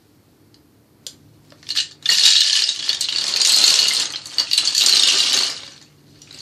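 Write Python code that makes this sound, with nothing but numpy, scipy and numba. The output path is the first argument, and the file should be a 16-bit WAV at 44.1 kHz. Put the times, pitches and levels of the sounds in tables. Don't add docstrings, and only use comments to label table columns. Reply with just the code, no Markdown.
import sys
import numpy as np
from scipy import signal
from scipy.fft import rfft, irfft
from scipy.io import wavfile
from scipy.ndimage import uniform_filter1d, minimum_filter1d
from numba import njit

SR = 44100
rng = np.random.default_rng(int(sys.argv[2]) if len(sys.argv) > 2 else 0)


def amplitude_ratio(level_db):
    exponent = np.asarray(level_db, float) / 20
    return 10 ** exponent


def store_pcm(level_fs):
    pcm = np.round(np.clip(level_fs, -1, 1) * 32767).astype(np.int16)
    wavfile.write(sys.argv[1], SR, np.atleast_2d(pcm).T)


N = 282681


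def unit(x):
    return x / np.sqrt(np.mean(x ** 2))


def curves(table):
    s, *columns = np.transpose(table)
    return [np.interp(np.arange(N) / SR, s, column) for column in columns]


def shape_db(points, hz):
    f, db = np.transpose(points)
    return np.interp(np.log(np.maximum(hz, 1)), np.log(f), db)


def coloured(x, points):
    gain = amplitude_ratio(shape_db(points, np.fft.rfftfreq(len(x), 1 / SR)))
    return unit(irfft(rfft(x) * gain, len(x)))


def walk(rate_hz):
    hold = int(SR / rate_hz)
    steps = np.repeat(rng.standard_normal(N // hold + 1), hold)
    return uniform_filter1d(uniform_filter1d(steps, hold), hold)[:N]


@njit
def ring(start, hz, t60_s, size, rise_s):
    out, rise = np.zeros(N), np.exp(-1 / (rise_s * SR))
    for k in range(len(start)):
        turn = np.exp(2j * np.pi * hz[k] / SR - np.log(1000) / (t60_s[k] * SR))
        z, unpushed = size[k] + 0j, 1.
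        for i in range(int(start[k]), min(N, int(start[k] + .7 * t60_s[k] * SR))):
            out[i] += z.imag * (1 - unpushed) ** 2
            z, unpushed = z * turn, unpushed * rise
    return out


# mode_hz, width_hz, level_db
BRICK_MODES = [(1782, 40, 5.5), (2500, 120, -13), (2873, 40, 10), (3300, 77, 7), (3830, 320, 5.5),
               (4420, 110, 11.5), (5020, 72, 6), (6380, 130, 1.5), (6700, 120, 2.5), (7150, 110, 5.5),
               (8316, 98, 7)]
# freq_hz, density_db_per_hz
TICK_SHAPE = [(300, -52), (500, -39.5), (1500, -30), (1800, -19), (2600, -10), (2900, -7.5), (4300, -3.5),
              (5500, -3.5), (7200, -13.5), (9200, -20), (12000, -22), (15000, -35)]
LONG_IN_S, LONG_OUT_S, LONG_IN_DB, LONG_AWAY_DB = 1.74, 2.95, 4, -10
GRIP_DB, GRIP_UNTIL_S = 20, 1.685
DEEP_RING_DB_PER_OCTAVE = 2.5
SPREAD_S = .0003


def contacts(s, db, bright_db, low_db, own_hz, own_db, tick_db, scatter_db, rise_s, low_hz, count, size):
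    pick = rng.integers(len(BRICK_MODES), size=(len(s), count))
    pick[::3, 0], pick[1::7, 0] = 0, 2
    mode_hz, mode_width_hz, mode_db = np.transpose(BRICK_MODES)[:, pick]
    long_here = (s > LONG_IN_S) & (s < LONG_OUT_S)
    mode_db = mode_db + (pick == 0) * np.where(long_here, LONG_IN_DB, LONG_AWAY_DB)[:, None]
    mode_db -= GRIP_DB * (s < GRIP_UNTIL_S)[:, None]
    chance = rng.standard_normal((len(s), 3, count + size))

    spread_hz = np.geomspace(low_hz, 14000, size) / 2 + np.linspace(low_hz, 14000, size) / 2
    spread_hz = spread_hz + 0 * s[:, None]
    mode_detune = np.where(pick % 2 + pick // 3, .04, .012)
    detune = np.c_[mode_detune, 0 * spread_hz + 1.2 / size]
    hz = np.c_[mode_hz, spread_hz] * (1 + detune * chance[:, 0])
    hz = np.clip(hz, 300, .4 * SR)

    gain_db = np.c_[mode_db, 0 * spread_hz + tick_db]
    gain_db = gain_db + scatter_db * chance[:, 2] + shape_db(TICK_SHAPE, hz)
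    gain_db += bright_db[:, None] * np.clip(np.log2(hz / 5000) / .5, 0, 1)
    gain_db += low_db[:, None] * np.clip(np.log2(3200 / hz) / 1.24, 0, 1)
    own_gain_db = gain_db.max(axis=1) + own_db + DEEP_RING_DB_PER_OCTAVE * np.log2(4000 / own_hz)

    width_hz = np.c_[mode_width_hz, 180 + .06 * spread_hz] * amplitude_ratio(2.5 * chance[:, 1])
    width_hz = np.c_[width_hz, 65 + .03 * own_hz]
    hz = np.c_[hz, own_hz]
    swing = amplitude_ratio(np.c_[gain_db, own_gain_db]) * width_hz * np.sign(rng.standard_normal(hz.shape))
    swing *= (amplitude_ratio(db) / np.sqrt(np.sum(swing ** 2, axis=1)))[:, None]
    start = (s[:, None] + SPREAD_S * rng.exponential(size=hz.shape)) * SR
    t60_s = np.log(1000) / np.pi / width_hz
    return ring(start.ravel(), hz.ravel(), t60_s.ravel(), swing.ravel(), rise_s)


# start_s, peak_db, ring_hz, bright_db, thud_db
TAPS = [(0.543, -26, 4300, -22, -14), (1.0662, 0.5, 4860, -12.5, -26), (1.0664, -23, 520, -42, 1),
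        (1.0668, -10, 7400, -21, -25), (1.504, -27.5, 5200, -19, -19), (1.521, -20.5, 583, -34, 9.5),
        (1.629, -19.5, 4230, -34, 0), (1.668, -18, 3250, -46, -21), (5.566, -19, 4200, -46, -22),
        (5.633, -19, 3800, -29, 17), (5.677, -20, 4740, -23, 15), (5.72, -23.5, 5900, -13, -22),
        (5.814, -25, 4520, -16, 10), (5.825, -23.5, 6600, -15.5, -17.5), (6.157, -37, 4500, -22.5, -28),
        (6.218, -19.5, 5760, -12, -14), (6.274, -30, 2510, -23, 14), (6.309, -23, 3930, -20, 12),
        (6.327, -23, 4400, -9, -24), (6.344, -21, 4640, -6, -37), (6.375, -27, 4660, -27, -25.5),
        (6.388, -22, 6700, -28, -21), (6.404, -23, 4340, -27.5, -18)]
# start_s, peak_db, ring_hz, bright_db
RAKE_KNOCKS = [(1.6896, -11.5, 2900, -18.5), (1.7032, -8.5, 4230, -21), (1.7522, -12, 4230, -21),
               (1.7604, -12.5, 1760, -6), (1.788, -15, 1750, -26), (1.774, -6.5, 4320, -38),
               (1.8021, -4.5, 3980, -19), (1.9112, -27.5, 4530, 2), (2.0253, -25.5, 3830, 0),
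               (2.0572, -4.5, 3500, -37), (2.0901, -2.5, 4360, -40), (2.0945, -4, 1896, -31),
               (2.1008, -2, 4150, -3), (2.122, -1, 4570, -21), (2.1836, 2, 4190, -26),
               (2.2353, -1, 3820, -37), (2.2539, 4, 3840, -22), (2.3337, -2, 4540, -26.5),
               (2.3518, -1, 3830, -35), (2.3643, 4.5, 3760, -20), (2.382, -2.5, 3900, -20.5),
               (2.4053, 2, 4167, -16.5), (2.506, -6.5, 4300, -36), (2.5293, -2, 4130, -20),
               (2.553, -0.5, 3030, -17), (2.6202, -1.5, 4160, -18), (2.689, -2.5, 3830, -18),
               (2.7911, -11, 3860, -13), (2.826, -10.5, 3370, -20), (2.879, -12, 4600, -31),
               (2.892, -2.5, 4400, -21), (2.9298, -6.5, 3700, -14.5)]
# start_s, peak_db, ring_hz, bright_db
PUSH_KNOCKS = [(3.0087, -1.5, 8140, 1), (3.042, -8.5, 4120, -32), (3.0869, -3.5, 2940, -46),
               (3.1245, -3.5, 4180, -42), (3.16, -7, 4520, -22), (3.1836, -2.5, 4140, -19),
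               (3.211, -6, 4620, -13), (3.24, -6, 5230, -16), (3.279, -3.5, 4500, -7.5),
               (3.3377, -6, 4370, -28), (3.3611, 0.5, 4260, -28), (3.4, -4.5, 3980, -15),
               (3.415, 4, 4750, -5), (3.4489, 4.5, 6120, -21), (3.4722, 2.5, 6840, -9),
               (3.492, 3.5, 4220, 29), (3.52, 3, 4480, 9), (3.5621, 4, 4730, 18), (3.6399, 7, 4450, -34),
               (3.6646, -1.5, 4320, 7), (3.6779, 5.5, 4400, -7), (3.703, 1.5, 4080, -9),
               (3.7398, 3, 5600, -21), (3.7889, 3, 4280, -30), (3.8398, -4, 4340, -29),
               (3.8834, 4, 4510, 8), (3.9986, -4, 4280, -6), (4.103, -16, 4200, -3),
               (4.1585, -7, 4170, -49), (4.257, -14.5, 4460, 6)]
# start_s, peak_db, ring_hz, bright_db
SCOOP_KNOCKS = [(4.383, -4, 4500, -38), (4.3973, 1, 4450, -25), (4.5132, -4, 4400, -25),
                (4.5324, 2.5, 4440, -13.5), (4.577, 4, 4010, -9), (4.6518, -5, 6300, -18),
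                (4.6737, -1, 4500, -22), (4.725, -9, 4630, -11), (4.7492, -1.5, 4400, -9),
                (4.7658, -6.5, 4580, -17), (4.779, 4, 4450, 9), (4.809, 2, 3920, -14),
                (4.8614, 8, 5020, -15.5), (4.8847, -2, 4300, -25.5), (4.925, 1, 4165, -38),
                (4.9684, 3, 4030, -30), (4.995, 1.5, 3700, -14), (5.034, 5, 3720, -14.5),
                (5.0726, 2, 3660, -18), (5.0973, 0, 4040, -27.5), (5.174, -3.5, 4080, -25.5),
                (5.203, -0.5, 3940, -18), (5.2706, -5, 3320, -33), (5.3299, 0.5, 3820, -5.5),
                (5.3377, -2, 3850, -14), (5.3885, -2, 4130, -14), (5.4774, -11.5, 4460, -14)]
THUD_DB, THUD_PER_DB, THUD_SCATTER_DB = -13.5, -1.3, 1
THUD_PER_DRAG = 0.18
HELD_DB, HELD_UNTIL_S = 8.0, 1.6


def knocks(drag_db):
    heap = np.array(RAKE_KNOCKS + PUSH_KNOCKS + SCOOP_KNOCKS)
    thud_db = THUD_DB + THUD_PER_DB * heap[:, 1] + THUD_SCATTER_DB * rng.standard_normal(len(heap))
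    thud_db += THUD_PER_DRAG * (drag_db[(heap[:, 0] * SR).astype(int)] + 23)
    heap = np.c_[heap, thud_db] + [0, 3.0, 0, 0, 0]
    s, db, hz, bright_db, low_db = np.r_[TAPS, heap].T
    held_db = HELD_DB * (s < HELD_UNTIL_S)
    lags_s = np.cumsum(.0016 * amplitude_ratio(3.7 * rng.standard_normal((len(s), 2))), axis=1)
    out = contacts(s, db - 2.5, bright_db + 21.5, low_db + 17.0, hz, own_db=7.5,
                   tick_db=held_db[:, None] - 3.0, scatter_db=1.5, rise_s=.0001,
                   low_hz=560, count=2, size=36)
    for lag_s, softer_db in zip(lags_s.T, (8.0, 11.0)):
        out += contacts(s + lag_s, db - softer_db - held_db / 2, bright_db + 25.5, low_db + 29, hz,
                        own_db=-0.5 - held_db / 2, tick_db=2 * held_db[:, None] - 21.5,
                        scatter_db=5.0, rise_s=0.000069, low_hz=900, count=3, size=20)
    return out


# start_s, peak_db, ring_hz, bright_db
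LESSER_TICKS = [(1.7108, -17, 4150, -20), (1.717, -15.5, 4100, -10), (1.7859, -9, 2910, -26),
                (1.8576, -34, 3850, -17), (1.8724, -38, 3830, -19), (1.9188, -30, 3700, -23),
                (1.927, -36, 4400, -26), (2.1362, -6, 3700, -2), (2.1651, -11.5, 6000, -15),
                (2.176, -6, 4500, -11), (2.1952, -3.5, 4400, -13), (2.2, -9.5, 4160, -30),
                (2.2113, -5.5, 4270, -16), (2.2623, 0.5, 3850, -25), (2.2705, -11.5, 4920, -26),
                (2.2777, -4.5, 3800, -26), (2.3122, -5, 3880, -21), (2.3224, -2.5, 3750, -29),
                (2.355, -4.5, 3720, -21), (2.4164, -0.5, 3680, -28), (2.4353, -8.5, 3450, -13),
                (2.4437, -10, 5000, -16), (2.4526, -12, 4800, -14), (2.4673, -18, 4800, -15),
                (2.48, -22, 4130, -23), (2.497, -4.5, 3250, -22), (2.5626, -6.5, 5130, -16),
                (2.5908, -22, 2880, -12), (2.639, -1.5, 5000, -43), (2.6733, -13, 5300, -25),
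                (2.7274, -22, 3330, -20), (2.749, -21, 2850, -14), (2.761, -15.5, 3080, -15),
                (2.797, -12.5, 3220, -21), (2.805, -16, 3350, -29), (2.8417, -17, 3280, -28),
                (2.8997, -6, 3370, -26), (2.9473, -8.5, 3230, -20), (2.9694, -18.5, 3500, -24),
                (3.023, -13, 4140, -26), (3.0534, -13, 3600, -32), (3.1493, -15, 2800, -30),
                (3.1726, -12, 3700, -21), (3.218, -13, 3300, -19), (3.232, -19, 4460, -18),
                (3.267, -7.5, 3500, -21), (3.2895, -11, 4570, -14),
                (3.323, -14, 4400, -21), (3.372, -6, 4500, -12), (3.407, -7, 4230, -25),
              (3.4595, 1, 5600, -5), (3.528, -5, 4300, -1), (3.5351, -0.5, 4400, -18.5),
              (3.5434, -2.5, 4390, -18), (3.5723, -3, 4170, -4), (3.5857, 0.5, 4000, -12),
              (3.603, -4, 4040, 0), (3.6152, -1, 4230, -12), (3.6826, -5, 4400, -18),
              (3.727, -5.5, 4060, 3), (3.757, -1, 5860, -16), (3.799, -4, 4280, -3),
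              (3.817, -5.5, 4130, -16), (3.829, -3, 4500, -23), (3.8546, -6.5, 2860, -13),
              (3.87, -8, 3730, -22), (3.9071, -7.5, 2070, -30), (3.926, -10, 4420, -5),
              (3.935, -5.5, 8530, 3), (3.9486, -7.5, 4130, -6), (3.9578, -8, 8480, -14),
              (3.967, -6, 4300, -19), (3.974, -14, 3600, -15), (4.02, -10.5, 3760, -23),
              (4.0312, -15.5, 1760, -21), (4.0461, -20, 3430, -24), (4.0557, -9, 6500, -31),
              (4.0648, -17.5, 3280, -19), (4.123, -14.5, 6030, -4), (4.1371, -15, 3170, -29),
              (4.2063, -40, 5070, -20), (4.2179, -26, 4500, -25), (4.2696, -18, 6250, -1),
              (4.2995, -28, 4410, -9), (4.3066, -30, 4300, -12), (4.3146, -26, 3120, -9),
              (4.326, -29, 4060, -20), (4.335, -21, 3600, -27), (4.3437, -19, 6400, 1),
              (4.4056, -29, 4200, -18.5), (4.446, -19, 4600, -27), (4.471, -21.5, 2730, -33),
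              (4.4809, -27, 3000, -18), (4.5837, -1, 2850, -22), (4.6818, -10.5, 5080, -21.5),
                (4.6888, -15, 3500, -21), (4.7966, -8, 6270, -14), (4.8187, -0.5, 3850, -24),
               (4.8291, -3.5, 4040, -10.5), (4.8369, -1, 4160, -3), (4.8692, -9, 4870, -28),
               (4.894, 1, 4400, -7), (4.9352, -2, 4030, -21), (5.0855, 0.5, 2930, -16),
               (5.122, -6.5, 2880, -14), (5.1287, -12, 2960, -18), (5.1429, -12, 3760, -19),
               (5.161, -10, 4520, -20), (5.1873, -11, 4300, -26), (5.2223, -19, 4000, -20),
               (5.236, -14, 3300, -21), (5.263, -17, 4120, -31), (5.282, -9, 4070, -29),
               (5.2971, -9, 3630, -13), (5.3217, -5.5, 3120, -23), (5.3434, -3, 6400, -23),
               (5.366, -3.5, 6560, -13), (5.3744, -1.5, 4470, -23), (5.4103, -10, 4500, -18),
               (5.4228, -8, 6160, -17), (5.4346, -12, 4300, -20), (5.4556, -30, 4300, -17),
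               (5.465, -26, 3560, -9), (5.4994, -11.5, 5020, -10), (5.5126, -20, 4970, -17),
               (5.5233, -20, 5070, -23), (5.5357, -32, 5550, -14), (5.5762, -23.5, 4950, -22),
               (5.586, -27, 3860, -24), (5.6048, -36, 4850, -21), (5.61, -32, 4130, -19),
               (5.6186, -31, 4170, -19), (5.6467, -27, 2680, -20), (5.665, -25, 3730, -11),
               (5.6848, -36, 4830, -14), (5.735, -31, 6000, -22), (5.745, -35, 5960, -15),
               (5.762, -32, 4200, -18), (5.7776, -30, 3960, -23), (5.847, -41, 4600, -20),
               (5.862, -47.5, 2630, -19.5), (5.8727, -50, 2740, -17.5)]


def ticks(low_db):
    s, db, hz, bright_db = np.array(LESSER_TICKS).T
    low_db = low_db[(s * SR).astype(int)]
    rebound_s = s + .002 * amplitude_ratio(3.5 * rng.standard_normal(len(s)))
    first = contacts(s, db + 2.5, bright_db + 21.0, low_db + 15.5, hz, own_db=4.5, tick_db=-4.5,
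                     scatter_db=3.0, rise_s=.0001, low_hz=1043, count=2, size=20)
    second = contacts(rebound_s, db - 2.5, bright_db + 24.0, low_db + 17.5, hz, own_db=8.7, tick_db=-4.5,
                      scatter_db=4.8, rise_s=.0001, low_hz=1300, count=2, size=10)
    return first + second


# start_s, clatter_db, drag_db
GRAB = [
    (1.6, -47.5, -15),
    (1.71, -31, -29),
    (1.74, -36, -21),
    (1.773, -8, -65),
    (1.81, -22.5, -28),
    (1.98, -65, 2),
]
# start_s, clatter_db, drag_db
RAKE = [
    (2.061, -31, -19),
    (2.108, -7.5, -22.5),
    (2.18, -11.5, -25),
    (2.28, -5.5, -29),
    (2.42, -11.5, -29.5),
    (2.59, -10.5, -27),
    (2.78, -26, -20),
    (2.91, -21, -16),
    (3.0, -33.5, -7.5),
]
# start_s, clatter_db, drag_db
PUSH = [
    (3.04, -29, -14.5),
    (3.25, -18.5, -13.5),
    (3.44, -19, -15.5),
    (3.49, -9.5, -21),
    (3.66, -8, -20.5),
    (3.78, -12.5, -16),
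    (4.02, -14.5, -18.5),
    (4.12, -36, -3),
    (4.23, -35, -11.5),
]
# start_s, clatter_db, drag_db
SCOOP = [
    (4.399, -32, 5.5),
    (4.479, -22.5, -22),
    (4.71, -21, -14),
    (4.78, -14.5, -35.5),
    (4.839, -12, -15.5),
    (5.001, -6.5, -27.5),
    (5.43, -13, -15.5),
    (5.59, -29, -14),
    (5.98, -56, -9),
]
# start_s, clatter_db, drag_db
IDLE = [
    (0.0, -54.5, -13),
    (0.9, -72, -7.5),
    (1.1, -50.5, -4),
    (1.25, -55.5, -19),
    (4.372, -29, -11),
    (6.15, -48.5, -15),
    (6.41, -32.5, -16.5),
]


def hand():
    return curves(sorted(IDLE + GRAB + RAKE + PUSH + SCOOP))


JOLT_DB, JOLT_T60_S = -13.5, 0.11


def jolted(db):
    s, knock_db = np.array(RAKE_KNOCKS + PUSH_KNOCKS + SCOOP_KNOCKS)[:, :2].T
    power = np.zeros(N)
    power[(s * SR).astype(int)] = amplitude_ratio(2 * (knock_db + JOLT_DB))
    power = signal.lfilter([1], [1, -amplitude_ratio(-120 / JOLT_T60_S / SR)], power)
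    return 10 * np.log10(power + amplitude_ratio(2 * db))


BUNCH_DB = 2.4
RAREST = .008


def clatter(db, bright_db, low_db, per_s=1500):
    chance = rng.random((int(per_s * N / SR), 3))
    s = chance[:, 0] * (N - 1) / SR
    at = (s * SR).astype(int)
    size_db = db[at] - 2.32 * np.log(chance[:, 1] + RAREST) + BUNCH_DB * walk(45)[at] - 7.0
    own_hz = 2600 * 2.357 ** chance[:, 2]
    return contacts(s, size_db, bright_db[at] + 13.0, low_db[at] + 23.0, own_hz, own_db=-3.6,
                    tick_db=-4.0, scatter_db=3.7, rise_s=.0001, low_hz=1500, count=2, size=6)


# freq_hz, density_db_per_hz
PAPER_SHAPE = [(71, -46), (120, -8.5), (396, -1), (729, -2), (1030, -1.5), (1380, 0), (2500, -1.5),
               (3250, -40), (5500, -120)]


def paper(db):
    crackle = rng.standard_normal(N) * amplitude_ratio(4.0 * walk(150) + 1.5 * walk(28))
    return amplitude_ratio(db - 2.5) * coloured(crackle, PAPER_SHAPE)


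ROOM_T60_S, ROOM_DULL_T60_S, ROOM_DB = .2, .21, -4


def room(x, count=8):
    t, out = np.arange(int(.4 * SR)) / SR, np.zeros(N + SR)
    for part in np.array_split(np.arange(N), count):
        noise = rng.standard_normal(len(t))
        dull = signal.lfilter(*signal.butter(2, 5500, fs=SR), noise)
        tail = dull * amplitude_ratio(-60 * t / ROOM_DULL_T60_S) + (noise - dull) * amplitude_ratio(-60 * t / ROOM_T60_S)
        tail *= np.clip((t - .002) / 0.00052, 0, 1)
        tail /= np.sqrt(np.sum(tail ** 2))
        out[part[0]:part[-1] + len(t)] += signal.fftconvolve(x[part], tail)
    return out[:N] * amplitude_ratio(ROOM_DB)


# freq_hz, density_db_per_hz
AIR_SHAPE = [(22, -39), (107, -0.5), (148, -10), (240, -7.5), (297, -4), (537, -17.5), (2700, -31),
             (8810, -34.5), (13900, -31), (15500, -42.5)]
AIR_DB = -52
HUM_HZ, HUM_DB, OCTAVE_DB = 147, -63, -61
LOAD_S, LOAD_RISE_S, LOAD_HUM_DB, LOAD_OCTAVE_DB, LOAD_RUMBLE_DB = 1.0, .1, 11, 2, 2


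def house():
    load = .5 + .5 * np.tanh((np.arange(N) / SR - LOAD_S) / LOAD_RISE_S)
    air = coloured(rng.standard_normal(N), AIR_SHAPE)
    bass = signal.lfilter(*signal.butter(1, 450, fs=SR), air)
    air = air + bass * (amplitude_ratio(LOAD_RUMBLE_DB * load + 1.1 * walk(4.8)) - 1)
    phase = 2 * np.pi * np.cumsum(HUM_HZ * (1 + 0.012 * walk(5.5))) / SR
    hum = amplitude_ratio(HUM_DB + LOAD_HUM_DB * load + 1.5 * walk(9.1)) * np.sin(phase)
    hum += amplitude_ratio(OCTAVE_DB + LOAD_OCTAVE_DB * load + 3.6 * walk(22)) * np.sin(2 * phase)
    return amplitude_ratio(AIR_DB) * air + hum


BRIGHT_DB, BRIGHT_PER_DRAG = -5.5, 0.16
BIG_DB, BIG_PER_DB = -16.5, -0.03


def scene():
    db, drag_db = hand()
    big_db = BIG_DB + BIG_PER_DB * (db + 23.5)
    heap = clatter(jolted(db), BRIGHT_DB + BRIGHT_PER_DRAG * (drag_db + 16.5), big_db)
    bricks = knocks(drag_db) + ticks(big_db) + heap
    bricks = signal.lfilter(*signal.butter(4, 400, "high", fs=SR), bricks)
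    near = bricks + paper(db + drag_db)
    return (near + room(near) + house())[None]


# freq_hz, floor_db
WEAK_FLOOR = [(60, -19.5), (230, -21), (450, -23), (1300, -22), (1800, -42), (9000, -33), (10000, -18),
              (12000, -16.5), (14200, -17.5), (14900, 0)]


def drop_weak_lines(x, size=1024, count=16):
    lead = 2 * size - 725
    n, k = np.arange(2 * size), np.arange(size)
    basis = np.cos(np.pi / size * np.outer(n + .5 + size / 2, k + .5)) * np.sqrt(2 / size)
    basis *= signal.windows.kaiser_bessel_derived(2 * size, 4 * np.pi)[:, None]
    hops = np.pad(x, (lead, 3 * size - (lead + N) % size)).reshape(-1, size)
    lines = np.c_[hops[:-1], hops[1:]] @ basis
    hz = (k + .5) * SR / 2 / size

    mids = np.sqrt(np.mean(lines[:, (hz > 2500) & (hz < 6000)] ** 2, axis=1))
    mids = np.exp(uniform_filter1d(np.log(mids + 1e-9), size=7, origin=1))
    own = .5 * (hz > 600)
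    near = np.sqrt(own * lines ** 2 + (1 - own) * uniform_filter1d(lines ** 2, size=9, axis=1))
    luck_db = np.repeat(rng.standard_normal((len(lines), size // count)), count, axis=1)
    luck_db = luck_db * np.clip(hz / 2000, 1.5, 4.5)
    keep = near > mids[:, None] * amplitude_ratio(shape_db(WEAK_FLOOR, hz) + luck_db)

    power = np.mean(hops.reshape(len(hops), 8, -1) ** 2, axis=2).ravel() + 1e-12
    jump = power / np.roll(uniform_filter1d(power, size=5, origin=2), 1)
    no_attack = minimum_filter1d(1. * (jump < 14), size=7, origin=3)
    no_blow = minimum_filter1d(1. * (jump < 400), size=41, origin=20)
    spared = np.repeat(1 - no_attack * no_blow, size // 8)[lead:lead + N]

    frames = (lines * keep) @ basis.T
    hops[:-1], hops[-1] = frames[:, :size], 0
    hops[1:] += frames[:, size:]
    kept = hops.ravel()[lead:lead + N]
    band = signal.butter(9, (600, 14400), "band", fs=SR, output="sos")
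    return kept + uniform_filter1d(spared, size=64) * signal.sosfilt(band, x - kept)


def roll_off(x):
    return signal.sosfilt(signal.butter(12, 15660, fs=SR, output="sos"), x)


MIC_HZ, MIC_WIDTH_HZ, MIC_DB = 4400, 960, -3


def record(dry):
    port = signal.lfilter(*signal.iirpeak(MIC_HZ, MIC_HZ / MIC_WIDTH_HZ, fs=SR), dry[0])
    heard = amplitude_ratio(-2.5) * (dry[0] + amplitude_ratio(MIC_DB) * port)
    excess = .88 * np.tanh(heard / .88) - heard
    rounded = heard + signal.lfilter(*signal.butter(2, 1200, "high", fs=SR), excess)
    mix = drop_weak_lines(rounded)[None]
    return roll_off(mix)


dry = scene()
out = record(dry)
store_pcm(out)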